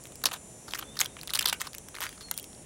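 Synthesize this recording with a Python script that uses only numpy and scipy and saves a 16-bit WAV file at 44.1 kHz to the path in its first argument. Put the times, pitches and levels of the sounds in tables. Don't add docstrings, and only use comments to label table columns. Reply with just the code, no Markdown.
import sys
import numpy as np
from scipy import signal
from scipy.fft import rfft, irfft
from scipy.io import wavfile
from scipy.ndimage import uniform_filter1d

SR = 44100
rng = np.random.default_rng(int(sys.argv[2]) if len(sys.argv) > 2 else 0)


def makeup_ratio(level_db):
    decades = np.asarray(level_db, float) / 20
    return 10 ** decades


def wrap_up_sound(samples):
    columns = np.atleast_2d(samples).T
    tamed = np.clip(columns, -1, 1)
    steps = np.round(tamed * 32767).astype(np.int16)
    wavfile.write(sys.argv[1], SR, steps)


N = 116865


def level(x, db):
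    return x * makeup_ratio(db) / np.sqrt(np.mean(x ** 2))


def shape(table, hz):
    f, db = np.array(table, float).T
    log_hz = np.log(np.maximum(hz, 1))
    return makeup_ratio(np.interp(log_hz, np.log(f), db, left=db[0] - 24.0, right=db[-1] - 24.5))


def colour(x, table):
    hz = np.arange(len(x) // 2 + 1) * SR / len(x)
    return irfft(rfft(x) * shape(table, hz), len(x))


def ring(x, hz, width):
    hz = min(hz, .4 * SR)
    return signal.lfilter(*signal.iirpeak(hz, max(hz / width, .3), fs=SR), x)


def walk(rate):
    k = int(SR / rate)
    w = uniform_filter1d(uniform_filter1d(rng.standard_normal(N), k), k)
    return w / w.std()


# f/Hz, level/dB
INSECT_BODY = [(5560, -4.5), (6110, -2), (6630, -7), (7140, 1.5), (7660, -2.5), (8120, -5), (8550, -4),
               (9050, -3), (9400, -2.5), (10150, 0.5), (10500, 1), (11200, -4)]
# t/s, level/dB
INSECT_TURN = [
    (0, -6.5),
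    (.3, -3.5),
    (.5, 0),
    (.9, -1.5),
    (2.2, -4),
    (2.65, -8.5),
]


def insect():
    click_hz, throb_hz = 253.6, 70.5
    odd_db = -4
    wobble_rad, throb_depth = .05, .5
    t = np.arange(N) / SR
    partial = np.arange(18, 47)[:, None]
    start, throb_lag = 2 * np.pi * rng.random((2, len(partial), 1))
    throb = 2 * np.pi * throb_hz * t + throb_lag
    phase = 2 * np.pi * click_hz * t + 0.028 * walk(2.8)
    phase = phase + wobble_rad * np.sin(throb + np.sin(2 * np.pi * rng.random((len(partial), 1))))
    strength = makeup_ratio(odd_db * (partial % 2)) * np.exp(throb_depth * np.cos(throb))
    clicks = np.sum(strength * np.sin(partial * phase + start), axis=0)
    echoes = rng.standard_normal(2048) * np.exp(-t[:2048] / .012)
    clicks = signal.fftconvolve(clicks, echoes, "same")
    turn = np.interp(t, *np.array(INSECT_TURN).T)
    buzz = np.zeros(N)
    for hz, db in INSECT_BODY:
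        side = (hz > 9800) - 1. * (8800 < hz < 9800)
        band = ring(ring(clicks, hz, hz / 40), hz, hz / 20)
        buzz += makeup_ratio(db + 2.5 * walk(3.3) + turn * side) * level(band, 0)
    return level(buzz, -55.5)


# f/Hz, level/dB per Hz
HUM_SPECTRUM = [(16, -41), (28, -4.5), (117, -1), (623, -8), (1330, -21), (2550, -21), (5000, -27),
                (6500, -42), (11000, -120)]
# f/Hz, level/dB per Hz
HISS_SPECTRUM = [(4000, -52), (5500, -15), (7000, -8), (8200, -10), (10500, -6), (11500, -22), (12300, -29),
                 (16000, -24)]


def air():
    hum = level(colour(rng.standard_normal(N), HUM_SPECTRUM), -52.5)
    hiss = level(colour(rng.standard_normal(N), HISS_SPECTRUM), -56.5)
    return hum * makeup_ratio(.8 * walk(3)) + hiss * makeup_ratio(.5 * walk(6.6))


# f/Hz, width/Hz
LEAF_PARTS = ((1350, 750), (3400, 1700), (9500, 9000))


def leaf(s, env, db, body_db, edge_db, fold=0.):
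    scatter_oct, grain_s, splinter_db = 0.17, 0.0016, 3
    tile = 0.46
    noise = rng.standard_normal((4, len(env)))
    tune = scatter_oct * rng.standard_normal(3) + fold * np.array([1, 1, 0])
    grain = uniform_filter1d(noise[3], max(int(grain_s * SR), 2))
    burst = noise[:3] * makeup_ratio(splinter_db * grain / grain.std()) * env
    echo_lag = int(12 + 6 * np.tanh(noise[3, 0]))
    gains = makeup_ratio(db + np.array([min(body_db, 5), 0, edge_db]))
    sound = np.zeros(len(env))
    for k, (hz, width) in enumerate(LEAF_PARTS):
        part_hz = hz * 2 ** tune[k]
        part = ring(ring(burst[k], part_hz, width), part_hz, 2 * width)
        fold_hz = hz * 2 ** (tune[k] + 0.42 * np.tanh(noise[k, 0]))
        part = part + 0.29 * ring(part, fold_hz, width / 5)
        part = part + tile * np.roll(part, echo_lag)
        sound += gains[k] * part * np.sqrt(np.sum(env ** 2) / np.sum(part ** 2))
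    return int(s * SR), sound


# t/s, peak level/dB, dull body re blade/dB, bright edge re blade/dB, pitch of the fold/octaves
GRAB_SNAPS = [(.038, -39, -27, 3.5, 0.049), (0.0542, -25.5, -27, -12.5, -1.03), (.07, -40, -18, 1, -0.18),
              (.121, -34.5, -14, -8, -0.11), (0.1555, -33.5, -18, 1, 0.65), (.217, -31, -26, -15, -0.82),
              (0.2552, 0, -31, -16, 0.33), (0.2575, -4.5, -19, -6.5, -0.3), (.26, -13, -15.5, -18, -0.91),
              (.265, -14, -26, -10, 0.52), (0.2876, -20, -14, -17, -0.73), (0.3175, -18.5, -14, -23, -0.72),
              (0.7356, -10.5, -14, -19.5, -0.13), (.748, -30, -27, -1, 0.34), (0.7602, -28, -21, -6, -0.7),
              (.776, -29, -11, -7, -0.51), (0.8118, -25, -19, -23, -0.4), (0.826, -23, -12, -21, -0.35),
              (0.9554, -30, -14, -9, 0.045), (0.9906, -7.5, -33, -17.5, 0.16),
              (0.9991, -13, -16, -10, -0.046), (1.0039, -11.5, -11, -0.5, 0.15),
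              (1.0108, -2, -26, -17, 0.93), (1.0142, -2, -24, -16, -0.097), (1.045, -26.5, -22, -0.5, 0.46),
              (1.0586, -13.5, -40, -13, 0.11)]
CRUSH_SNAPS = [(1.1668, -28, -5, -26, 0), (1.2125, -21, -29, -15, -0.26), (1.232, -24, -14, -6, 0.07),
               (1.2739, -20, -21, -8, 0.099), (1.2786, -19.5, -27, -15, -0.14),
               (1.2934, -25, -2, -24, 0.22), (1.2986, -18, -27, -18, 0.17), (1.3044, -14, -20, -15, -0.077),
               (1.312, -30, -6, -16, 0.15), (1.3539, -6.5, -22, -26, 0.13), (1.3549, -13, -31, -14, 0.25),
               (1.364, -13.5, -21, -23, -0.28), (1.3736, -16, -40, -8, -0.26),
               (1.409, -13, -19, -11, -0.15), (1.412, -17, -15, -8, .3), (1.417, -16, -19, -13, -0.37),
               (1.4431, -20, -11, -12, -0.25), (1.4575, -15, -16, 3, 0.24), (1.4718, -14, -28, -7, -0.19),
               (1.481, -22, -25, 1, 0), (1.4864, -15.5, -15, -0.5, -0.032), (1.4962, -9, -28, -9, -0.047),
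               (1.531, -19, -16, -4, 0.85), (1.6003, -22, -22, -20, -0.15), (1.6153, -10, -28, -10, -0.34),
               (1.7321, -25, -28, -11, -0.25), (1.7429, -23.5, -45, -13, -0.23),
               (1.7484, -22, -24, -6, -0.35), (1.7825, -30.5, -22, 4, 0), (1.8854, -33.5, -4.5, 1.5, 0.17)]
GNAW_SNAPS = [(1.9438, -30.5, 9, -20, 0), (1.949, -30, -2.5, -11, 0.34), (1.9518, -22.5, -10, -13, 0.053),
              (1.9636, -26.5, -2, -18, 0.11), (1.97, -29, -4, -12, 0.11), (1.9848, -24.5, 1.5, -15, 0),
              (2.005, -24, 1, 0.5, 0.027), (2.01, -21.5, -11, -7, 0), (2.0166, -20.5, 0, -9, 0.098),
              (2.0226, -21.5, -2, -6, 0), (2.027, -20, -2, -5, 0.16), (2.032, -22, -3, -7.5, 0),
              (2.0375, -22.5, -3, -0.5, 0.011), (2.044, -36, -2, 0, 0.014), (2.05, -28, 0, -12, 0.15),
              (2.0535, -26, 0, -10, 0), (2.058, -27, -4, -6, 0.25), (2.0657, -20.5, -2, -16, 0.16),
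              (2.0913, -25.5, -14, -6.5, 0.027), (2.1275, -33, -9, -12, 0.17), (2.177, -34, -4, -18, .2)]
NIBBLE_SNAPS = [(2.2085, -27, -17, -25, 0.23), (2.285, -34, 1, -11, 0.22), (2.312, -17.5, -12, 4, 0.58),
                (2.34, -33, -31, 2, -0.063), (2.367, -33, -28, -6, -0.087), (2.3765, -20, -32, 1.5, -0.52),
                (2.3865, -24, -40, -3.5, -0.24), (2.397, -23, -38, -5, -0.28), (2.4284, -37, -31, 4, -0.14),
                (2.4417, -33.5, -35, 2.5, 0), (2.53, -34, -21, -15, -0.099),
                (2.548, -34.5, -22, -20, -0.028)]


def snaps():
    rise_s, fall_s, loud_longer = .0006, .0008, .2
    after_s, after_db = .003, -20
    body_db, blade_db, edge_db = 11, -11, 9
    size = 4096
    out, t = np.zeros(N + size), np.arange(size) / SR
    for s, db, body, edge, fold in GRAB_SNAPS + CRUSH_SNAPS + GNAW_SNAPS + NIBBLE_SNAPS:
        fall = fall_s * makeup_ratio(loud_longer * (db + 0.5))
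        decay = np.exp(-t / fall) + makeup_ratio(after_db) * np.exp(-t / after_s)
        env = np.minimum(t / rise_s, 1) ** 2 * decay
        i, sound = leaf(s, env / env.max(), db + blade_db, body + body_db, edge + edge_db, fold)
        out[i:i + size] += sound
    return out[:N]


# t/s, length/ms, rms
# level/dB, dull body re blade/dB, bright edge re blade/dB
CRUMBLES = [(0.2379, 3.9, -25.5, -2.5, 2), (.256, 21, -29, -7.5, -6.5), (0.311, 13, -40, 0, -4),
            (0.327, 20.2, -37.5, -3, 1.5), (.345, 29, -49.5, -1.5, -7), (.675, 24, -47.5, 3, -2),
            (0.705, 11, -42, -18, -5), (0.719, 7.6, -44.5, -4, -2), (.745, 13, -37, 2.5, -5),
            (.76, 84, -58, 0.5, -4), (0.785, 13, -37, -1.5, 4.5), (.822, 14, -45.5, 5, -19),
            (.967, 9.8, -39.5, -0.5, -0.5), (1.011, 31, -41, -7.5, 0.5), (1.051, 13, -43, 0, -11),
            (1.184, 17, -46.5, -6, -10), (1.335, 7.2, -25.5, -12, -0.5), (1.342, 25.3, -33.5, -5, 5),
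            (1.389, 6.3, -20, -15.5, -0.5), (1.423, 8.4, -29, -14, -5),
            (1.454, 10, -20, -9.5, -16),
    (1.467, 44, -31, -8, -11),
    (1.525, 7.7, -26, 0, -2),
    (1.534, 15.6, -40.5, -9, -6),
    (1.6, 24.4, -38, -1.5, 0),
    (1.633, 42, -47.5, -0.5, -6),
    (1.667, 12.6, -38.5, -1.5, -4),
    (2.014, 61, -42.5, 2, -6),
    (2.07, 140, -60, -6, -2),
    (2.202, 30, -48, -5, -6),
]


def crumbles():
    swell = 0.33
    size = 4096
    out, t = np.zeros(N + size), np.arange(size) / SR
    for s, ms, db, body_db, edge_db in CRUMBLES:
        u = t / (ms / 1000)
        env = np.minimum(u / swell, 1) * np.exp(-np.maximum(u - swell, 0) ** 2 / 0.32)
        i, sound = leaf(s, env, db, body_db, edge_db)
        out[i:i + size] += sound
    return out[:N]


# t/s, ring/ms, f/Hz, level/dB
KNOCKS = [
    (.2385, 5.3, 910, -32),
    (.256, 15, 520, -37),
    (.318, 10, 630, -40.5),
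    (.335, 12, 1000, -36),
    (1.012, 6.5, 500, -35),
    (1.459, 16, 490, -41.5),
    (2.312, 3.9, 1130, -29.5),
]


def knocks():
    out, t = np.zeros(N), np.arange(2048) / SR
    for s, ms, hz, db in KNOCKS:
        env = np.minimum(t / .001, 1) * np.exp(-t / (ms / 1000))
        sound = ring(ring(rng.standard_normal(len(t)) * env, hz, 2.0 * hz), hz, hz)
        sound *= np.sqrt(np.sum(env ** 2) / np.sum(sound ** 2))
        i = int(s * SR)
        out[i:i + len(t)] += makeup_ratio(db) * sound
    return out


# t/s, length/s, start f/Hz, end f/Hz, level/dB
BIRD_NOTES = [
    (0.834, 0.23, 3480, 3760, -54.5),
    (1.075, 0.13, 3720, 3580, -63),
    (2.059, 0.071, 4830, 4720, -54),
    (2.203, 0.14, 4430, 4120, -51),
    (2.322, 0.18, 3365, 3130, -58),
]


def bird():
    out = np.zeros(N)
    wobble_hz = 25 * walk(200)
    for s, length, from_hz, to_hz, db in BIRD_NOTES:
        u = np.linspace(0, 1, int(length * SR))
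        hz = from_hz + (to_hz - from_hz) * u + wobble_hz[:len(u)]
        tone = np.sin(2 * np.pi * np.cumsum(hz) / SR)
        i = int(s * SR)
        out[i:i + len(u)] += makeup_ratio(db + 3) * np.sin(np.pi * u ** 0.64) ** 2.2 * tone
    return out * makeup_ratio(2 * walk(80))


def porch(x):
    t60_s, porch_db, size = .15, -22, 8192
    t = np.arange(size) / SR
    tail = ring(rng.standard_normal(size), 1870, 1800) * makeup_ratio(-60 * t / t60_s) * (t > .003)
    tail = level(tail, porch_db) / np.sqrt(size)
    return signal.fftconvolve(x, tail)[:N]


def scene():
    background = insect() + air()
    bites = snaps() + crumbles() + knocks()
    return (background + bites + porch(bites) + bird())[None]


def roll_off(x):
    return signal.sosfilt(signal.butter(12, 16980, fs=SR, output="sos"), x)


def record(dry):
    rounded = np.tanh(dry - uniform_filter1d(dry, size=1200))
    top_cut = signal.ellip(6, .2, 30, 15800, fs=SR, output="sos")
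    mix = signal.sosfilt(top_cut, rounded)
    return roll_off(mix)


dry = scene()
out = record(dry)
wrap_up_sound(out)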